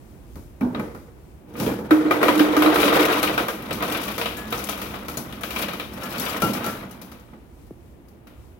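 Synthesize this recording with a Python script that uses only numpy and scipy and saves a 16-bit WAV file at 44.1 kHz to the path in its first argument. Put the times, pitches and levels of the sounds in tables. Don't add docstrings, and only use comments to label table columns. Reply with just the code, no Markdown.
import sys
import numpy as np
from scipy import signal
from scipy.fft import rfft, irfft, next_fast_len
from scipy.io import wavfile
from scipy.ndimage import map_coordinates

SR = 44100
rng = np.random.default_rng(int(sys.argv[2]) if len(sys.argv) > 2 else 0)


def dump_mix(stems):
    frames = np.atleast_2d(stems).T
    limited = np.clip(frames, -1, 1)
    pcm = np.round(limited * 32767).astype(np.int16)
    wavfile.write(sys.argv[1], SR, pcm)


N = 379083
T = np.arange(N) / SR

# (time [s], knock level [dB], clack re knock [dB], tick re knock [dB])
HITS = [(0.356, -37, -41, -9), (0.609, -25.5, -19, -18.5), (0.747, -19.5, -17.5, -33),
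        (0.795, -21.5, -26, -20.5), (0.948, -30, -31, -17.5), (1.553, -29.5, -19, -46),
        (1.599, -25.5, -7, -2), (1.627, -27, -13, -6), (1.663, -26, -4, -7), (1.908, -5, -22, -23.5),
        (2.109, -5, -19.5, -23), (2.229, -3, -17.5, -21), (2.282, -3.5, -16.5, -22.5),
        (2.393, -10, -10, -14.5), (2.566, -8, -17.5, -16.5), (2.621, -6.5, -12.5, -16.5),
        (2.66, -7.5, -20, -26), (2.757, -6.5, -18, -18.5), (2.828, -8, -10, -26), (2.879, -10, -9, -32),
        (2.996, -11, -14, -24), (3.126, -15, -6, -11), (3.171, -20, -12, -15), (3.229, -12, -7.5, -11),
        (3.274, -20, -2, -52), (3.378, -8.5, -12.5, -18), (3.483, -13.5, -14.5, -13.5),
        (3.708, -17, -9.5, -18), (3.824, -13, -13, -15.5), (3.947, -18, -5.5, -37), (4.081, -18.5, -9, -15),
        (4.18, -16, -12, -9.5), (4.213, -16.5, -5, -15.5), (4.257, -17, -6, -13.5), (4.32, -29, -7, -16),
        (4.524, -14, -12, -13.5), (4.589, -24, -13, -8.5), (4.688, -17, -9, -12), (4.725, -31, -1, -24),
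        (4.776, -25.5, -14, -9), (4.816, -21.5, -9.5, -8), (4.858, -28, -13, -13), (4.94, -22, -12.5, -23),
        (5.083, -20.5, -15, -9.5), (5.171, -30, -13, -0.5), (5.324, -36, 1.5, -3), (5.434, -20, -8, -9),
        (5.506, -25.5, -5, -4.5), (5.561, -18, -7, -14), (5.627, -27.5, 2, -11), (5.683, -21.5, -7, -13),
        (5.734, -21.5, -10.5, -13), (5.797, -20, -6, -14.5), (6.022, -26, -12, -17), (6.145, -28, -4, -29),
        (6.181, -32, -10, -15), (6.233, -30, -11, -18), (6.263, -23.5, -2.5, -17), (6.343, -18, -14, -36),
        (6.420, -14, -20, -7.5), (6.534, -29.5, -5, -2.5), (6.642, -22.5, -15, -7),
        (6.663, -18.5, -13.5, -9), (6.809, -33, -23, -25), (7.117, -37, -12, -23), (7.334, -39, -19, -30)]
# (frequency [Hz], width [Hz], level [dB])
BUCKET = [(618, 90, -10.5), (705, 74, -9), (984, 64, -4.5), (1232, 190, 0), (1548, 160, 0), (1895, 19, -27),
          (2367, 156, 0.5), (3320, 140, -8), (3810, 120, -2)]
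# (frequency [Hz], level [dB])
RASP = [(2350, -12), (4000, -8), (4530, -6.5), (6030, -6), (6560, -9.5), (8290, -13), (11900, -2.5),
        (15100, -9), (15600, -4)]
# (frequency [Hz], left-right likeness [0 to 1; below 0 counts as 0])
ICE_ALIKE = [(60, 1), (130, 1), (290, 0.94), (640, 0.51), (1410, 0.095), (3100, -0.1), (6820, -0.83),
             (15000, -0.96)]
# (frequency [Hz], left minus right [dB])
ICE_LEFT = [(60, 5), (110, -0.5), (200, -1), (380, -0.5), (700, -4.5), (1290, -1.5), (2380, 9), (4400, 12),
            (8120, 24.5), (15000, 30.5)]


def amp(db):
    return 10 ** (np.asarray(db) / 20)


def unit(x):
    return x / np.sqrt(np.mean(x ** 2) + 1e-20)


def along(points, hz):
    f, v = np.transpose(points)
    return np.interp(np.log(hz + 1), np.log(f + 1), v)


def curves(rows):
    s, *cols = np.transpose(rows)
    return [np.interp(T, s, c) for c in cols]


def wobble(rate):
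    knots = rng.standard_normal(int(N * rate / SR) + 4)
    return map_coordinates(knots, [T * rate])


def filtered(x, response):
    m = next_fast_len(N + SR // 2)
    return irfft(rfft(x, m) * response(np.fft.rfftfreq(m, 1 / SR)), m)[..., :N]


def modes(table):
    def response(f):
        return sum((-1) ** k * amp(db) * 1j * f * w / (c * c - f * f + 1j * f * w)
                   for k, (c, w, db) in enumerate(table))
    return response


def ports(colour, alike, left_db):
    m = next_fast_len(N)
    hz = np.fft.rfftfreq(m, 1 / SR)
    turn = np.arccos(np.clip(along(alike, hz), 0, 1)) / 2
    noise = rfft(rng.standard_normal((2, m))) * unit(np.abs(colour(hz)))
    mid, side = noise * [np.cos(turn), np.sin(turn)]
    right = amp(-along(left_db, hz))
    scale = 2 / np.sqrt(1 + right ** 2 + 2 * right * np.cos(2 * turn))
    return irfft(np.array([mid + side, (mid - side) * right]) * scale, m)[:, :N]


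def dying(times, db, t60):
    kicks = np.bincount((np.asarray(times) * SR).astype(int), amp(db) ** 2, N)[:N]
    return signal.lfilter([1], [1, -amp(-120 / (t60 * SR))], kicks)


def bursts(times, db, crack_s, tail_s, tail_db, rise_s=0.003):
    power = dying(times, db, crack_s) + dying(times, np.asarray(db) + tail_db, tail_s)
    keep = np.exp(-1 / (rise_s * SR))
    return signal.lfilter([1 - keep], [1, -keep], power)


def jostle(count, crack_s, tail_db, steady):
    draws = rng.random((count, 2))
    strength_db = -3 * np.log(draws[:, 1] + 0.012)
    power = bursts(draws[:, 0] * N / SR, strength_db, crack_s, 0.19, tail_db)
    return steady + (1 - steady) * power / power.mean()


def clinks(times, db, hz, cycles):
    draws = rng.random((len(times), 2))
    t = np.arange(1400) / SR
    fade = amp(db)[:, None] * np.exp(-t * hz[:, None] / cycles)
    wave = fade * np.sin(2 * np.pi * hz[:, None] * t) * (1 - np.exp(-t / 0.0013))
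    at = ((times + .004 * draws[:, 0])[:, None] * SR).astype(int) + np.arange(len(t))
    left = amp(along(ICE_LEFT, hz) / 2)[:, None]
    delay = (0.0002 * SR * draws[:, 1:]).astype(int)
    return np.array([np.bincount((at + d).ravel(), (wave * gain).ravel(), N + SR)[:N]
                     for d, gain in [(0, left), (delay, 1 / left)]])


def rings(rows, attack_s, split, blur):
    size = SR // 2
    out, t = np.zeros((2, N + size)), np.arange(size) / SR
    for s, db, hz, t60 in rows:
        a, b, lag = rng.random(3)
        drift = blur * np.cumsum(rng.standard_normal(size)) / np.sqrt(SR)
        phase = 2 * np.pi * hz * t + drift
        mate = 0.3 * np.sin(phase * (1 + split * (a - .5)) + 2 * np.pi * b)
        fade = amp(db - 60 * t / max(t60, .02)) * (1 - np.exp(-t / attack_s))
        fade *= np.minimum(20 * (.5 - t), 1)
        left, right = np.sin(phase) + mate, np.sin(phase + 0.79 * lag) + 0.29 * mate
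        out[:, round(s * SR):][:, :size] += fade * [left, right]
    return out[:, :N]


def struck(table, hits):
    out = np.zeros((2, N))
    for hz, level, t60 in table:
        rows = [(s, db + level, hz, t60) for s, db in hits]
        gain_db = [[4], [4 - max(along(ICE_LEFT, hz), 4)]]
        out += rings(rows, attack_s=.002, split=.01, blur=3) * amp(gain_db)
    return out


def room():
    # (time [s], rumble level [dB], air level [dB])
    levels = [(0.0, -47.5, -50), (8.6, -51.5, -51.5)]
    # (frequency [Hz], level [dB])
    fan_air = [(70, -40), (110, -6), (250, -7), (400, -14), (630, -18), (1000, -24), (1600, -31),
               (2500, -33), (4000, -43), (5500, -55), (8000, -60), (11000, -45), (15800, -48)]
    # (frequency [Hz], width [Hz], level [dB])
    tone = (345, 14, 4)
    # (frequency [Hz], level [dB])
    drone = [(25, -14), (40, -4), (60, 5.5), (85, 0), (130, -7), (200, -41)]
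    # (frequency [Hz], left-right likeness [0 to 1; below 0 counts as 0])
    alike = [(60, 0.72), (130, 0.72), (290, 0.77), (640, 0.28), (1410, 0.09), (3100, 0.1), (6820, -0.01),
             (15000, -0.0)]
    # (frequency [Hz], left minus right [dB])
    left_db = [(60, -2.0), (110, -3.0), (200, -1.5), (380, -3.5), (700, -2.5), (1290, -0.5), (2380, 6.0),
               (4400, 8.0), (8120, 12.0), (15000, 11.5)]
    rumble_db, air_db = curves(levels)
    peak = modes([tone])
    air = ports(lambda hz: amp(along(fan_air, hz)) * (1 + np.abs(peak(hz))), alike, left_db)
    rumble = ports(lambda hz: amp(along(drone, hz)), alike, left_db)
    return amp(rumble_db + 2.7 * wobble(8)) * rumble + amp(air_db + 0.5 * wobble(4.5)) * air


def motor():
    # (time [s], level [dB])
    running = [(1.5, -60), (1.6, 0), (6.9, 0), (7.1, -60)]
    # (frequency [Hz], level [dB])
    partials = [(61, -50), (122, -49), (203, -42)]
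    hum = np.zeros(N)
    for hz, db in partials:
        level_db = db + 3.5 * wobble(14)
        phase = 3.5 * wobble(12)
        hum += amp(level_db) * np.sin(2 * np.pi * hz * T + phase)
    return amp(curves(running)[0]) * hum


def tap():
    start_s, level_db, sink_s, t60_s = 7.7085, -32, .006, .035
    t = np.maximum(T - start_s, 0)
    phase = 2 * np.pi * 480 * (.2 * t + sink_s * (1 - np.exp(-t / sink_s)))
    return amp(level_db - 60 * np.maximum(t - .008, 0) / t60_s) * np.sin(phase)


def steel_part():
    # (frequency [Hz], level [dB], t60 [s])
    steel = [(1700, 0, .7), (7140, -8, .25), (7670, -13, .4), (8915, -7, .2), (10290, -4, .25),
             (13250, -5, .35)]
    # (time [s], level [dB])
    blows = [(1.66, -44), (4.368, -39), (5.41, -46), (6.03, -42), (6.665, -45)]
    return struck(steel, blows)


def chute_flap():
    # (frequency [Hz], level [dB], t60 [s])
    flap = [(840, -8, .18), (1352, 0, .28), (2830, -13, .45), (4600, -24, .4)]
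    # (time [s], level [dB])
    blows = [(6.02, -36), (6.422, -19), (6.642, -29), (6.668, -30)]
    return struck(flap, blows)


def drags(fall):
    # (time of peak [s], rumble level [dB])
    pushes = [(0.81, -27.5), (1.689, -22)]
    rise = 142
    return sum(amp(db - np.maximum(rise * (s - T), fall * (T - s))) ** 2 for s, db in pushes)


def thuds():
    # (time [s], level [dB])
    knocks = [(0.355, -27.5), (0.609, -13), (0.759, -35), (0.949, -26.5), (1.599, -13.5), (1.8, -18.5),
              (3.703, -18.5), (3.824, -27), (5.168, -20.5), (6.18, -20.5), (6.42, -9), (6.569, -23),
              (6.659, -22), (7.116, -34), (7.329, -30)]
    power = np.zeros(N)
    for s, db in knocks:
        t60 = max(0.21 + 0.025 * (db + 25.5), .06)
        power += bursts([s], [db - 10.0], t60, 0.49, -6.5, 0.0074)
    return power


def booms():
    # (time [s], level [dB], frequency [Hz], t60 [s])
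    set_down = [(0.612, -17, 248, 0.3), (0.627, -14, 248, 0.3)]
    # (time [s], level [dB])
    blows = [(1.913, -4), (2.052, -13.5), (2.227, -14), (2.289, -14), (2.362, -12), (2.404, -7.5),
             (2.506, -20), (2.569, -10), (2.658, -9.5), (2.86, -14.5), (2.957, -13), (3.123, -25),
             (3.225, -42)]
    boom_hz, boom_t60 = 308.2, 0.37
    rows = [(s, db, boom_hz * (1 + 0.018 * rng.standard_normal()), boom_t60) for s, db in blows]
    return rings(list(set_down) + rows, attack_s=0.0023, split=0.246, blur=0.83) * amp([[-1.2], [1.2]])


def cubes():
    # (time [s], level [dB], strongest tone [Hz])
    contacts = [(2.376, -22, 3960), (2.7437, -19.5, 4030), (3.2286, -14.5, 4270), (3.6232, -34, 13500),
                (3.7282, -21, 4260), (3.9235, -21, 14400), (4.3675, -28.5, 13000), (4.5043, -27, 14900),
                (4.5757, -25.5, 6000), (4.6395, -21.5, 10700), (4.6922, -17.5, 10800), (5.0599, -45, 4430),
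                (5.1711, -18.5, 6900), (5.409, -31.5, 11600), (5.5876, -22.5, 13000), (5.9349, -32, 14300),
                (5.9728, -36.5, 4070), (6.0337, -25, 5430), (6.104, -29, 12100), (6.181, -21, 4470),
                (6.1972, -16, 11600), (6.217, -22, 5390), (6.2512, -23.5, 4770), (6.2941, -21.5, 4740),
                (6.534, -21, 5430), (6.563, -30, 13600), (6.9097, -32, 10700)]
    s, db, hz = np.transpose(contacts)
    draws = rng.random((len(s), 3, 2))
    extra_db = (db[:, None] - 15.5 - 8 * draws[..., 0]).ravel()
    extra_hz = 2500 * 4.3 ** draws[..., 1].ravel()
    extra = clinks(np.repeat(s, 3), extra_db, extra_hz, cycles=37)
    snap_power = bursts(s, db - 6.5, 0.012, 0.25, -7, 0.00075)
    snap = np.sqrt(snap_power) * ports(lambda f: amp(along(RASP, f)), ICE_ALIKE, ICE_LEFT)
    return snap + extra + clinks(s, db - 11, hz, cycles=31)


def last_slips():
    # (time [s], level [dB], clack re rustle [dB])
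    rows = [(7.0145, -35, -13), (7.0594, -56, -5), (7.1156, -41, -7), (7.1955, -50, -14), (7.3344, -62, -5),
            (7.665, -56, -19), (8.0825, -51.5, -25), (8.27, -48, -1)]
    s, db, clack = np.transpose(rows)
    rustles = bursts(s, db - 2, 0.046, 0.42, -9.5, 0.0037)
    slips = bursts(s, db + clack - 5.5, .05, 0.82, -7.5, 0.002)
    return rustles, slips


def ice_flow():
    # (time [s], knocking in the bucket [dB], rasp in the chute [dB])
    flow = [(1.48, -70, -68), (1.6, -44, -39), (1.71, -48, -47), (1.82, -58, -56), (2.0, -37, -67),
            (2.34, -28.5, -41.5), (2.66, -26.5, -47), (2.85, -23.5, -30.5), (3.04, -22, -32),
            (3.42, -34, -46), (3.55, -43, -63), (3.76, -38.5, -44.5), (3.89, -30.5, -36),
            (4.08, -36.5, -38.5), (4.32, -44, -55), (4.6, -39.5, -42), (5.07, -43, -51.5), (5.46, -46, -61),
            (5.62, -31.5, -33.5), (5.83, -52, -63), (6.07, -37, -43.5), (6.3, -34.5, -39),
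            (6.7, -40, -49.5), (7.45, -69, -77)]
    before, after = (flow[0][0] - .02, -90, -90), (flow[-1][0] + .15, -90, -90)
    return curves([before, *flow, after])


def wall_notes(count, spread):
    draws = rng.random((count, 3))
    hz, _, db = np.array(BUCKET)[(draws[:, 0] * len(BUCKET)).astype(int)].T
    return hz * (1 + spread * (draws[:, 1] - .5)), db - 8 * draws[:, 2]


def ice_notes(knock_db, rasp_db):
    s, db, *_ = np.transpose(HITS)
    ring_hz = 1278 * (1 + 0.092 * (rng.random(len(s)) - .5))
    main = clinks(s, db - 7.5, ring_hz, cycles=11.3)
    other_hz, other_db = wall_notes(count=2 * len(s), spread=0.089)
    others = clinks(np.repeat(s, 2), np.repeat(db, 2) + other_db - 8, other_hz, cycles=18)

    small_s = rng.random(900) * (N - 1) / SR
    small_hz, small_db = wall_notes(count=900, spread=0.21)
    small_db = small_db + knock_db[(small_s * SR).astype(int)] + 7
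    small = clinks(small_s, small_db, small_hz, cycles=10)

    chip_s = rng.random(700) * (N - 1) / SR
    chip_hz = 3500 * 2 ** (1.3 * rng.random(700))
    chip_db = rasp_db[(chip_s * SR).astype(int)] - 12 * rng.random(700) + 9
    chips = clinks(chip_s, chip_db, chip_hz, cycles=7)
    return main + others + small + chips


def ice_noise(knock_db, rasp_db):
    # (frequency [Hz], level [dB])
    rumble_colour = [(41, -54), (70, -11), (222, 4.5), (545, -11), (770, -16.5), (842, -10.5),
                     (1160, -22.5), (1270, -52), (1370, -23), (1500, -21), (1950, -43), (3300, -120)]
    # (frequency [Hz], width [Hz], level [dB])
    hollow_modes = [(301.4, 11.2, 0), (351, 29, -6.5), (469.4, 45, -5)]
    # (frequency [Hz], level [dB])
    knock_colour = [(290, -37), (500, 1.5), (1030, -5.5), (1260, -6), (1660, -13), (1900, -6),
                    (2470, -20.5), (4180, -120)]
    # (frequency [Hz], level [dB])
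    clack_colour = [(1000, -28), (1700, -5), (2310, -3), (2950, 0), (3840, -5.5), (5500, -15.5),
                    (7150, -59), (12100, -120)]
    s, db, clack, tick = np.transpose(HITS)
    crowd = jostle(count=1200, crack_s=0.035, tail_db=-2, steady=0.1)
    fine = jostle(count=1500, crack_s=0.053, tail_db=-20.0, steady=0.076)
    rustles, slips = last_slips()
    drag = drags(fall=71)
    wall_modes = modes(BUCKET)

    def walls(hz):
        return 1 + 1.3 * np.abs(wall_modes(hz))

    rumble_db = -24.5 + 0.37 * knock_db + np.minimum(knock_db + 54, 0)
    rumble = amp(rumble_db) ** 2 + drags(fall=195) + thuds()

    hollow_db = knock_db + np.clip(7.5 - 5 * (T - 1.8), -10, 7.5)
    hollow = (amp(hollow_db) ** 2 + amp(-7.5) ** 2 * drag) * crowd
    hollow += bursts(s, db - 16.5, 0.05, 0.53, -2.4)

    knock = (amp(knock_db) ** 2 + amp(-17.5) ** 2 * drag) * crowd + 3.6 * slips
    knock += bursts(s, db - 6.5, 0.019, 0.37, -11.5)

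    clack_db = -4.5 + knock_db + 0.32 * (rasp_db - knock_db)
    clacks = amp(clack_db) ** 2 * (crowd + fine) / 2 + slips
    clacks += bursts(s, db + clack + 0.5, 0.024, 0.44, -11.5, 0.0042)

    rasp = amp(rasp_db) ** 2 * fine + rustles
    rasp += bursts(s, db + tick + 1.5, 0.016, 0.48, -9.0, 0.00073)

    layers = [(rumble, lambda hz: amp(along(rumble_colour, hz))),
              (hollow, modes(hollow_modes)),
              (knock, lambda hz: amp(along(knock_colour, hz)) * walls(hz)),
              (clacks, lambda hz: amp(along(clack_colour, hz)) * walls(hz)),
              (rasp, lambda hz: amp(along(RASP, hz)))]
    return sum(np.sqrt(power) * ports(colour, ICE_ALIKE, ICE_LEFT) for power, colour in layers)


def ice():
    knock_db, rasp_db = ice_flow()
    return ice_noise(knock_db, rasp_db) + ice_notes(knock_db, rasp_db)


def scene():
    background = room() + motor() + tap()
    chute = steel_part() + chute_flap()
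    return background + chute + booms() + cubes() + ice()


def record(dry):
    top_hz, bass_hz, right_late_s = 15850, 36, .00023

    def response(hz):
        turns = hz ** 3 / (hz ** 2 + 1500 ** 2) * np.array([[0], [right_late_s]])
        late = np.exp(-2j * np.pi * turns)
        return late * (hz < top_hz) / np.sqrt(1 + (bass_hz / (hz + 1)) ** 12)

    return filtered(dry, response)


dry = scene()
out = record(dry)
dump_mix(out)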